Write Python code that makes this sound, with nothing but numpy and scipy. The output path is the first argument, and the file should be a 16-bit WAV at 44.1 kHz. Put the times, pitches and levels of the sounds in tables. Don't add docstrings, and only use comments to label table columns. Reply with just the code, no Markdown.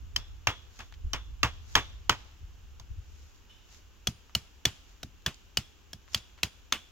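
import sys
import numpy as np
from scipy import signal
from scipy.fft import rfft, irfft
from scipy.io import wavfile

SR = 44100
rng = np.random.default_rng(int(sys.argv[2]) if len(sys.argv) > 2 else 0)


def wav_out(sig):
    wavfile.write(sys.argv[1], SR, np.round(np.clip(np.atleast_2d(sig).T, -1, 1) * 32767).astype(np.int16))


N = 304731
T = np.arange(2 ** 14) / SR
NEAR_FROM_S = 3.45
FIRM_FORCE_DB = -26
DIRECT_WIDTH = .25


# (time [s], knock [Hz], stake [Hz], edge [Hz], force [dB], knock [dB], ground scatter [dB],
# soil thump [dB], ring [dB]); levels are references that each layer offsets
HATCHET_BLOWS = [(0.1615, 2150, 3085, 5250, -23.5, -40, -50, -46, -46.5),
                 (0.4704, 927, 2750, 5950, -23, -27.5, -30.5, -42, -40),
                 (0.7896, 1800, 2560, 6660, -53.5, -58, -48.5, -54, -55),
                 (1.1326, 1230, 3040, 5830, -29.5, -43, -36.5, -43.5, -46),
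                 (1.4308, 1176, 2750, 6140, -21.5, -23.5, -28.5, -34, -46),
                 (1.7527, 1720, 3230, 6180, -17.5, -23, -24.5, -35.5, -38.5),
                 (2.0942, 1340, 2960, 7010, -18, -22, -29, -33.5, -56),
                 (2.7968, 1006, 3490, 6500, -56, -58.5, -66.5, -55, -79),
                 (4.0709, 1270, 3345, 6160, -26.5, -35.5, -50, -31, -63),
                 (4.3499, 1340, 2930, 4330, -24.5, -33, -46, -33, -61),
                 (4.6528, 1780, 3440, 5880, -21, -27, -40, -28, -52.5),
                 (5.0304, 1450, 3730, 5730, -46, -45, -64, -39.5, -82.5),
                 (5.262, 1820, 3400, 6020, -29, -29, -38.5, -33.5, -63.5),
                 (5.571, 1365, 2950, 5000, -24, -35.5, -45.5, -34.5, -51),
                 (5.931, 1714, 3270, 5320, -46.5, -49, -68, -43.5, -69),
                 (6.1452, 2070, 3300, 4700, -25, -33, -45, -36.5, -50.5),
                 (6.431, 2030, 2730, 4020, -24.5, -33, -42, -34, -55),
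                 (6.723, 1335, 3540, 6320, -26, -27, -34, -44, -48)]


def hammering():
    out = np.zeros((2, N))
    for s, *settings in HATCHET_BLOWS:
        far = s < NEAR_FROM_S
        add(out, s, place(blow(far, *settings), far))
    return out


def blow(far, knock_hz, stake_hz, edge_hz, force_db, knock_db, scatter_db, thump_db, ring_db):
    above_firm_db = force_db - FIRM_FORCE_DB
    strike = contact(0.0038, 0.00063)
    push = contact(0.0066, 0.000083)
    direct = clack(strike, stake_hz, force_db) + bright_edge(strike, edge_hz, above_firm_db)
    direct = direct + dull_knock(push, knock_hz, knock_db) + handle(push, thump_db)
    echoes = ground_scatter(scatter_db) + trunk_scatter((force_db + knock_db) / 2)
    return direct + echoes + steel_ring(far, edge_hz, ring_db, above_firm_db) + thump(thump_db)


def contact(length_s, rise_s):
    window = (1 - np.exp(-T / rise_s)) * np.exp(-(T / length_s) ** 2)
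    chatter = rfft(rng.standard_normal((2, len(T))) * window)
    flatter = irfft(chatter / np.abs(chatter) ** .5)
    mid, side = flatter * np.exp(-(T / (3 * length_s)) ** 2)
    return np.array([mid + DIRECT_WIDTH * side, mid - DIRECT_WIDTH * side])


def clack(strike, stake_hz, force_db):
    resonances = modes([(stake_hz, 0, .024), (3158, -3, .011)])
    sound = burst(drive(strike, resonances), force_db + 0.5)
    return colour(sound, [(500, -11.5), (2000, 1.0), (3000, -0.5), (6000, 3.5)])


# (frequency [Hz], level [dB])
EDGE_SPECTRUM = [(2500, -52.5), (4000, 3.5), (4800, 6.5), (6800, 3), (8000, -6.5), (9000, -14.5),
                 (11500, -5.5), (15500, -13)]


def bright_edge(strike, edge_hz, above_firm_db):
    edge_db = 0.75 * above_firm_db
    sizzle = scatter(.002, .12, 1.0, 2.3)
    crack = colour(contact(0.005, 0.00027) + 0.041 * sizzle, EDGE_SPECTRUM)
    resonance = colour(drive(strike, modes([(edge_hz, 0, .014)])), EDGE_SPECTRUM)
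    return burst(crack, edge_db - 29.5) + burst(resonance, edge_db - 32)


# (frequency [Hz], level [dB])
KNOCK_SPECTRUM = [(100, -29), (280, -11.5), (520, -16), (900, -6.5), (1500, -5.5), (2200, -6), (4000, -8.5),
                  (10000, -37.5)]


def dull_knock(push, knock_hz, knock_db):
    resonance = drive(contact(0.0018, 0.00035), modes([(knock_hz, 0, .02)]))
    body = burst(colour(push, KNOCK_SPECTRUM), knock_db - 2)
    return body + burst(colour(resonance, KNOCK_SPECTRUM), knock_db - 4.5)


# (frequency [Hz], level [dB], t60 [s])
HANDLE_MODES = [(380, -4.5, 0.0095), (736, 1.5, 0.014)]


def handle(push, thump_db):
    return burst(drive(push, modes(HANDLE_MODES)), thump_db - 7)


# (frequency [Hz], level [dB], arrival [s], length [s])
SOIL_WAVES = [(69, -5, 0.018, 0.014), (116, 1.5, 0.019, 0.005), (209.6, -9, 0.022, 0.011)]


def thump(db):
    waves = 0
    for hz, wave_db, arrival_s, length_s in SOIL_WAVES:
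        envelope = np.exp(-((T - arrival_s) / length_s) ** 2)
        waves = waves + undb(wave_db) * envelope * np.cos(2 * np.pi * hz * (T - .017))
    shudder = scatter(0.0042, 0.13, 0.081, 0.73)
    shudder = colour(shudder, [(40, -6.5), (110, 9.5), (230, 0.0), (450, -13.0), (1500, -59.5)])
    return burst(waves * (1 - np.exp(-T / 0.002)), db - 0.7) + burst(shudder, db - 5)


# (frequency [Hz], level [dB], t60 [s])
STEEL_MODES = [(2600, -24, .02), (2840, -6, .016), (3402, 5.5, 0.022), (3490, 2.5, 0.0073),
               (3660, -15, .014)]
# (frequency [Hz], level [dB], t60 [s])
STEEL_OVERTONES = [(4940, 11.5, 0.022), (7650, 4, 0.011), (10420, -6, 0.015), (9900, 2.5, 0.026),
                   (9700, -20, .008)]


def steel_ring(far, edge_hz, ring_db, above_firm_db):
    shift = 1 + 0.026 * rng.standard_normal()
    shifted = [(hz * shift, db, t60) for hz, db, t60 in STEEL_OVERTONES]
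    overtones_db = (-63.5 if far else -55.5) + .7 * above_firm_db
    steel = ring(STEEL_MODES + [(edge_hz, -4, .018)], 0.45, ring_db + 5)
    return steel + ring(shifted, 0.38, overtones_db)


def ring(rows, t60, db):
    touched = []
    for hz, mode_db, decay in rows:
        varied_hz = hz * (1 + 0.015 * rng.standard_normal())
        touched.append((varied_hz, mode_db + 2 * rng.standard_normal(), decay))
    return burst(drive(scatter(0.0022, t60, 0.55, 1.1), modes(touched)), db)


# (frequency [Hz], level [dB])
GROUND_SPECTRUM = [(90, -6), (250, -5.5), (520, -9.5), (1100, -4.5), (1800, -7), (3000, -1), (4500, -16),
                   (7000, -16), (9000, -28.5), (15000, -28.5)]


def ground_scatter(db):
    return burst(colour(scatter(0.0096, 0.13, DIRECT_WIDTH, 5.8), GROUND_SPECTRUM), db + 4.5)


# (frequency [Hz], level [dB])
TRUNK_SPECTRUM = [(150, -4), (500, -6.5), (1100, -7.5), (2000, -7.5), (3000, 0.5), (4500, -7.5), (7000, -9),
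                  (9000, -26), (15000, -27.5)]


def trunk_scatter(db):
    return burst(colour(scatter(0.007, 0.78, 1.0, 4.5), TRUNK_SPECTRUM), db - 19)


def scatter(rise_s, t60, width, grain_db):
    grains = noise(len(T), width) * undb(grain_db * rng.standard_normal(len(T)))
    return grains * fade(t60) * (1 - np.exp(-T / rise_s))


# (frequency [Hz], level difference [dB])
LEFT_OVER_RIGHT = [(60, -1), (1000, -1), (3000, 0), (4800, -0.5), (8000, 6.5), (12000, 2)]
# (frequency [Hz], level [dB])
DISTANCE_COLOUR = [(65, 6), (110, 7.5), (170, -1.5), (400, 1.5), (700, 2.5), (1100, 5.5), (3000, -2),
                   (5500, -0.5), (9000, -8.5), (15000, -6)]
# (frequency [Hz], phase [rad])
FAR_LEAD = [(0, 0), (700, -.3), (2500, -1.5), (3600, -2.0), (4600, -4.0), (7500, -6.2), (16000, -6.3)]
NEAR_LEAD = [(0, 0), (700, .03), (3500, .6), (7500, .7), (16000, .3)]


def place(sound, far):
    if far:
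        sound = colour(sound, DISTANCE_COLOUR)
    hz = np.arange(len(T) // 2 + 1) * SR / len(T)
    lead = np.interp(hz, *np.transpose(FAR_LEAD if far else NEAR_LEAD))
    left = np.sqrt(gains(LEFT_OVER_RIGHT, len(T))) * np.exp(.5j * lead)
    return irfft(rfft(sound) * np.array([left, 1 / left])) * (T < .35)


# (frequency [Hz], level [dB], t60 [s])
CLINK_MODES = [(2980, 3, 0.022), (3440, -1, 0.012), (3630, -8, .008), (5370, -3, 0.012)]


def clink():
    return ring(CLINK_MODES, 0.88, -49.5)


# (frequency [Hz], level [dB])
LEAF_SPECTRUM = [(500, -5.5), (1500, -1.5), (3000, -2), (7000, 3), (8500, -20), (12000, -13), (15000, -19),
                 (16000, -26)]
# (time [s], half length [s], level [dB])
LEAF_STIRS = [(0.796, 0.068, -60.5), (1.756, 0.074, -55), (3.224, 0.15, -68), (3.744, 0.056, -59.5),
              (4.908, .06, -69.5), (5.35, 0.073, -82), (6.155, 0.041, -52.5)]


def rustle():
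    grains = noise(N, 0.93) * undb(7.8 * rng.standard_normal(N))
    stirring = undb(-74.5)
    for s, half_s, db in LEAF_STIRS:
        stirring = stirring + undb(db) * swell(s, half_s)
    return level(colour(grains, LEAF_SPECTRUM), 0) * stirring


# (time [s], level [dB], centre frequency [Hz], t60 [s])
LITTER_SNAPS = [(.804, -43, 1430, 0.061), (0.924, -53.5, 1700, 0.033), (0.9396, -54.5, 2890, 0.031),
                (4.295, -59, 1230, .04), (5.3435, -55, 6240, 0.013), (6.078, -57.5, 1140, 0.046),
                (6.133, -47.5, 6000, .045), (6.175, -44, 3800, 0.04), (6.376, -54, 1490, 0.13)]


def snaps():
    out = np.zeros((2, N))
    for s, db, hz, t60 in LITTER_SNAPS:
        snap = colour(scatter(0.00015, t60, 0.57, 8.4), [(hz / 5, -16), (hz, 0), (hz * 4, -16)])
        add(out, s, burst(colour(snap, [(7000, -4.0), (8500, -21.0)]), db))
    return out


# (frequency [Hz], level [dB])
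FOREST_SPECTRUM = [(100, -25), (170, -6), (400, -8.5), (643, -17), (778, -14), (872, -13.5), (1540, -13.5),
                   (1980, -18.5), (2170, -17.5), (2840, -11.5), (4390, -22), (7060, -18), (9040, -46),
                   (12300, -27.5), (16000, -31)]


def hush():
    return level(colour(noise(N, 0.65), [(30, -46.5)] + list(FOREST_SPECTRUM)), -63.5)


# (frequency [Hz], level [dB])
WIND_SPECTRUM = [(20, -2), (45, 10), (75, 8.5), (110, -3.5), (170, -23), (300, -29.5), (800, -75)]
# (time [s], level [dB])
BREEZE_STRENGTH = [(0, -41), (.8, -52.5), (1.15, -40), (1.55, -45.5), (2.05, -45), (2.25, -55),
                   (2.55, -47.5), (3.3, -51.5), (3.55, -57), (6.9, -57.5)]
# (time [s], level [dB])
BREEZE_GUSTS = [(.06, -49), (1.061, -30), (2.43, -43.5), (2.92, -39.5), (2.99, -37)]


def breeze():
    strength = undb(curve(BREEZE_STRENGTH))
    for s, db in BREEZE_GUSTS:
        strength = strength + undb(db) * swell(s, 0.018)
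    return level(colour(noise(N, 0.61), WIND_SPECTRUM), 0) * strength


def undb(db):
    return 10 ** (np.asarray(db) / 20)


def curve(rows):
    return np.interp(np.arange(N) / SR, *np.transpose(rows))


def swell(s, half_s):
    return np.exp(-((np.arange(N) / SR - s) / half_s) ** 2)


def gains(points, size):
    hz, db = np.transpose(points)
    bins_hz = np.arange(size // 2 + 1) * SR / size
    return undb(np.interp(np.log(bins_hz + 1), np.log(hz), db))


def colour(x, points):
    size = 4096
    cepstrum = irfft(np.log(gains(points, size)))
    cepstrum[1:size // 2] *= 2
    cepstrum[size // 2 + 1:] = 0
    return drive(x, irfft(np.exp(rfft(cepstrum))))


def level(x, db):
    return x * undb(db) / np.sqrt(np.mean(x ** 2))


def burst(x, db):
    return level(x, db) * np.sqrt(.01 * SR / x.shape[-1])


def fade(t60):
    return np.exp(-np.log(1000) * T / t60)


def modes(rows):
    return sum(undb(db) * fade(t60) * np.sin(2 * np.pi * hz * T) for hz, db, t60 in rows)


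def drive(force, response):
    return signal.oaconvolve(force, response[None], axes=-1)[:, :force.shape[-1]]


def noise(size, width):
    mid, side = rng.standard_normal((2, size))
    return np.array([mid + width * side, mid - width * side])


def add(out, s, sound):
    start = max(int(s * SR), 0)
    out[:, start:start + sound.shape[-1]] += sound[..., :N - start]


def scene():
    out = hammering() + rustle() + snaps() + hush() + breeze()
    add(out, 3.494, clink())
    return out


def record(dry):
    return signal.sosfilt(signal.ellip(8, .2, 70, 15800, fs=SR, output="sos"), dry)


dry = scene()
out = record(dry)
wav_out(out)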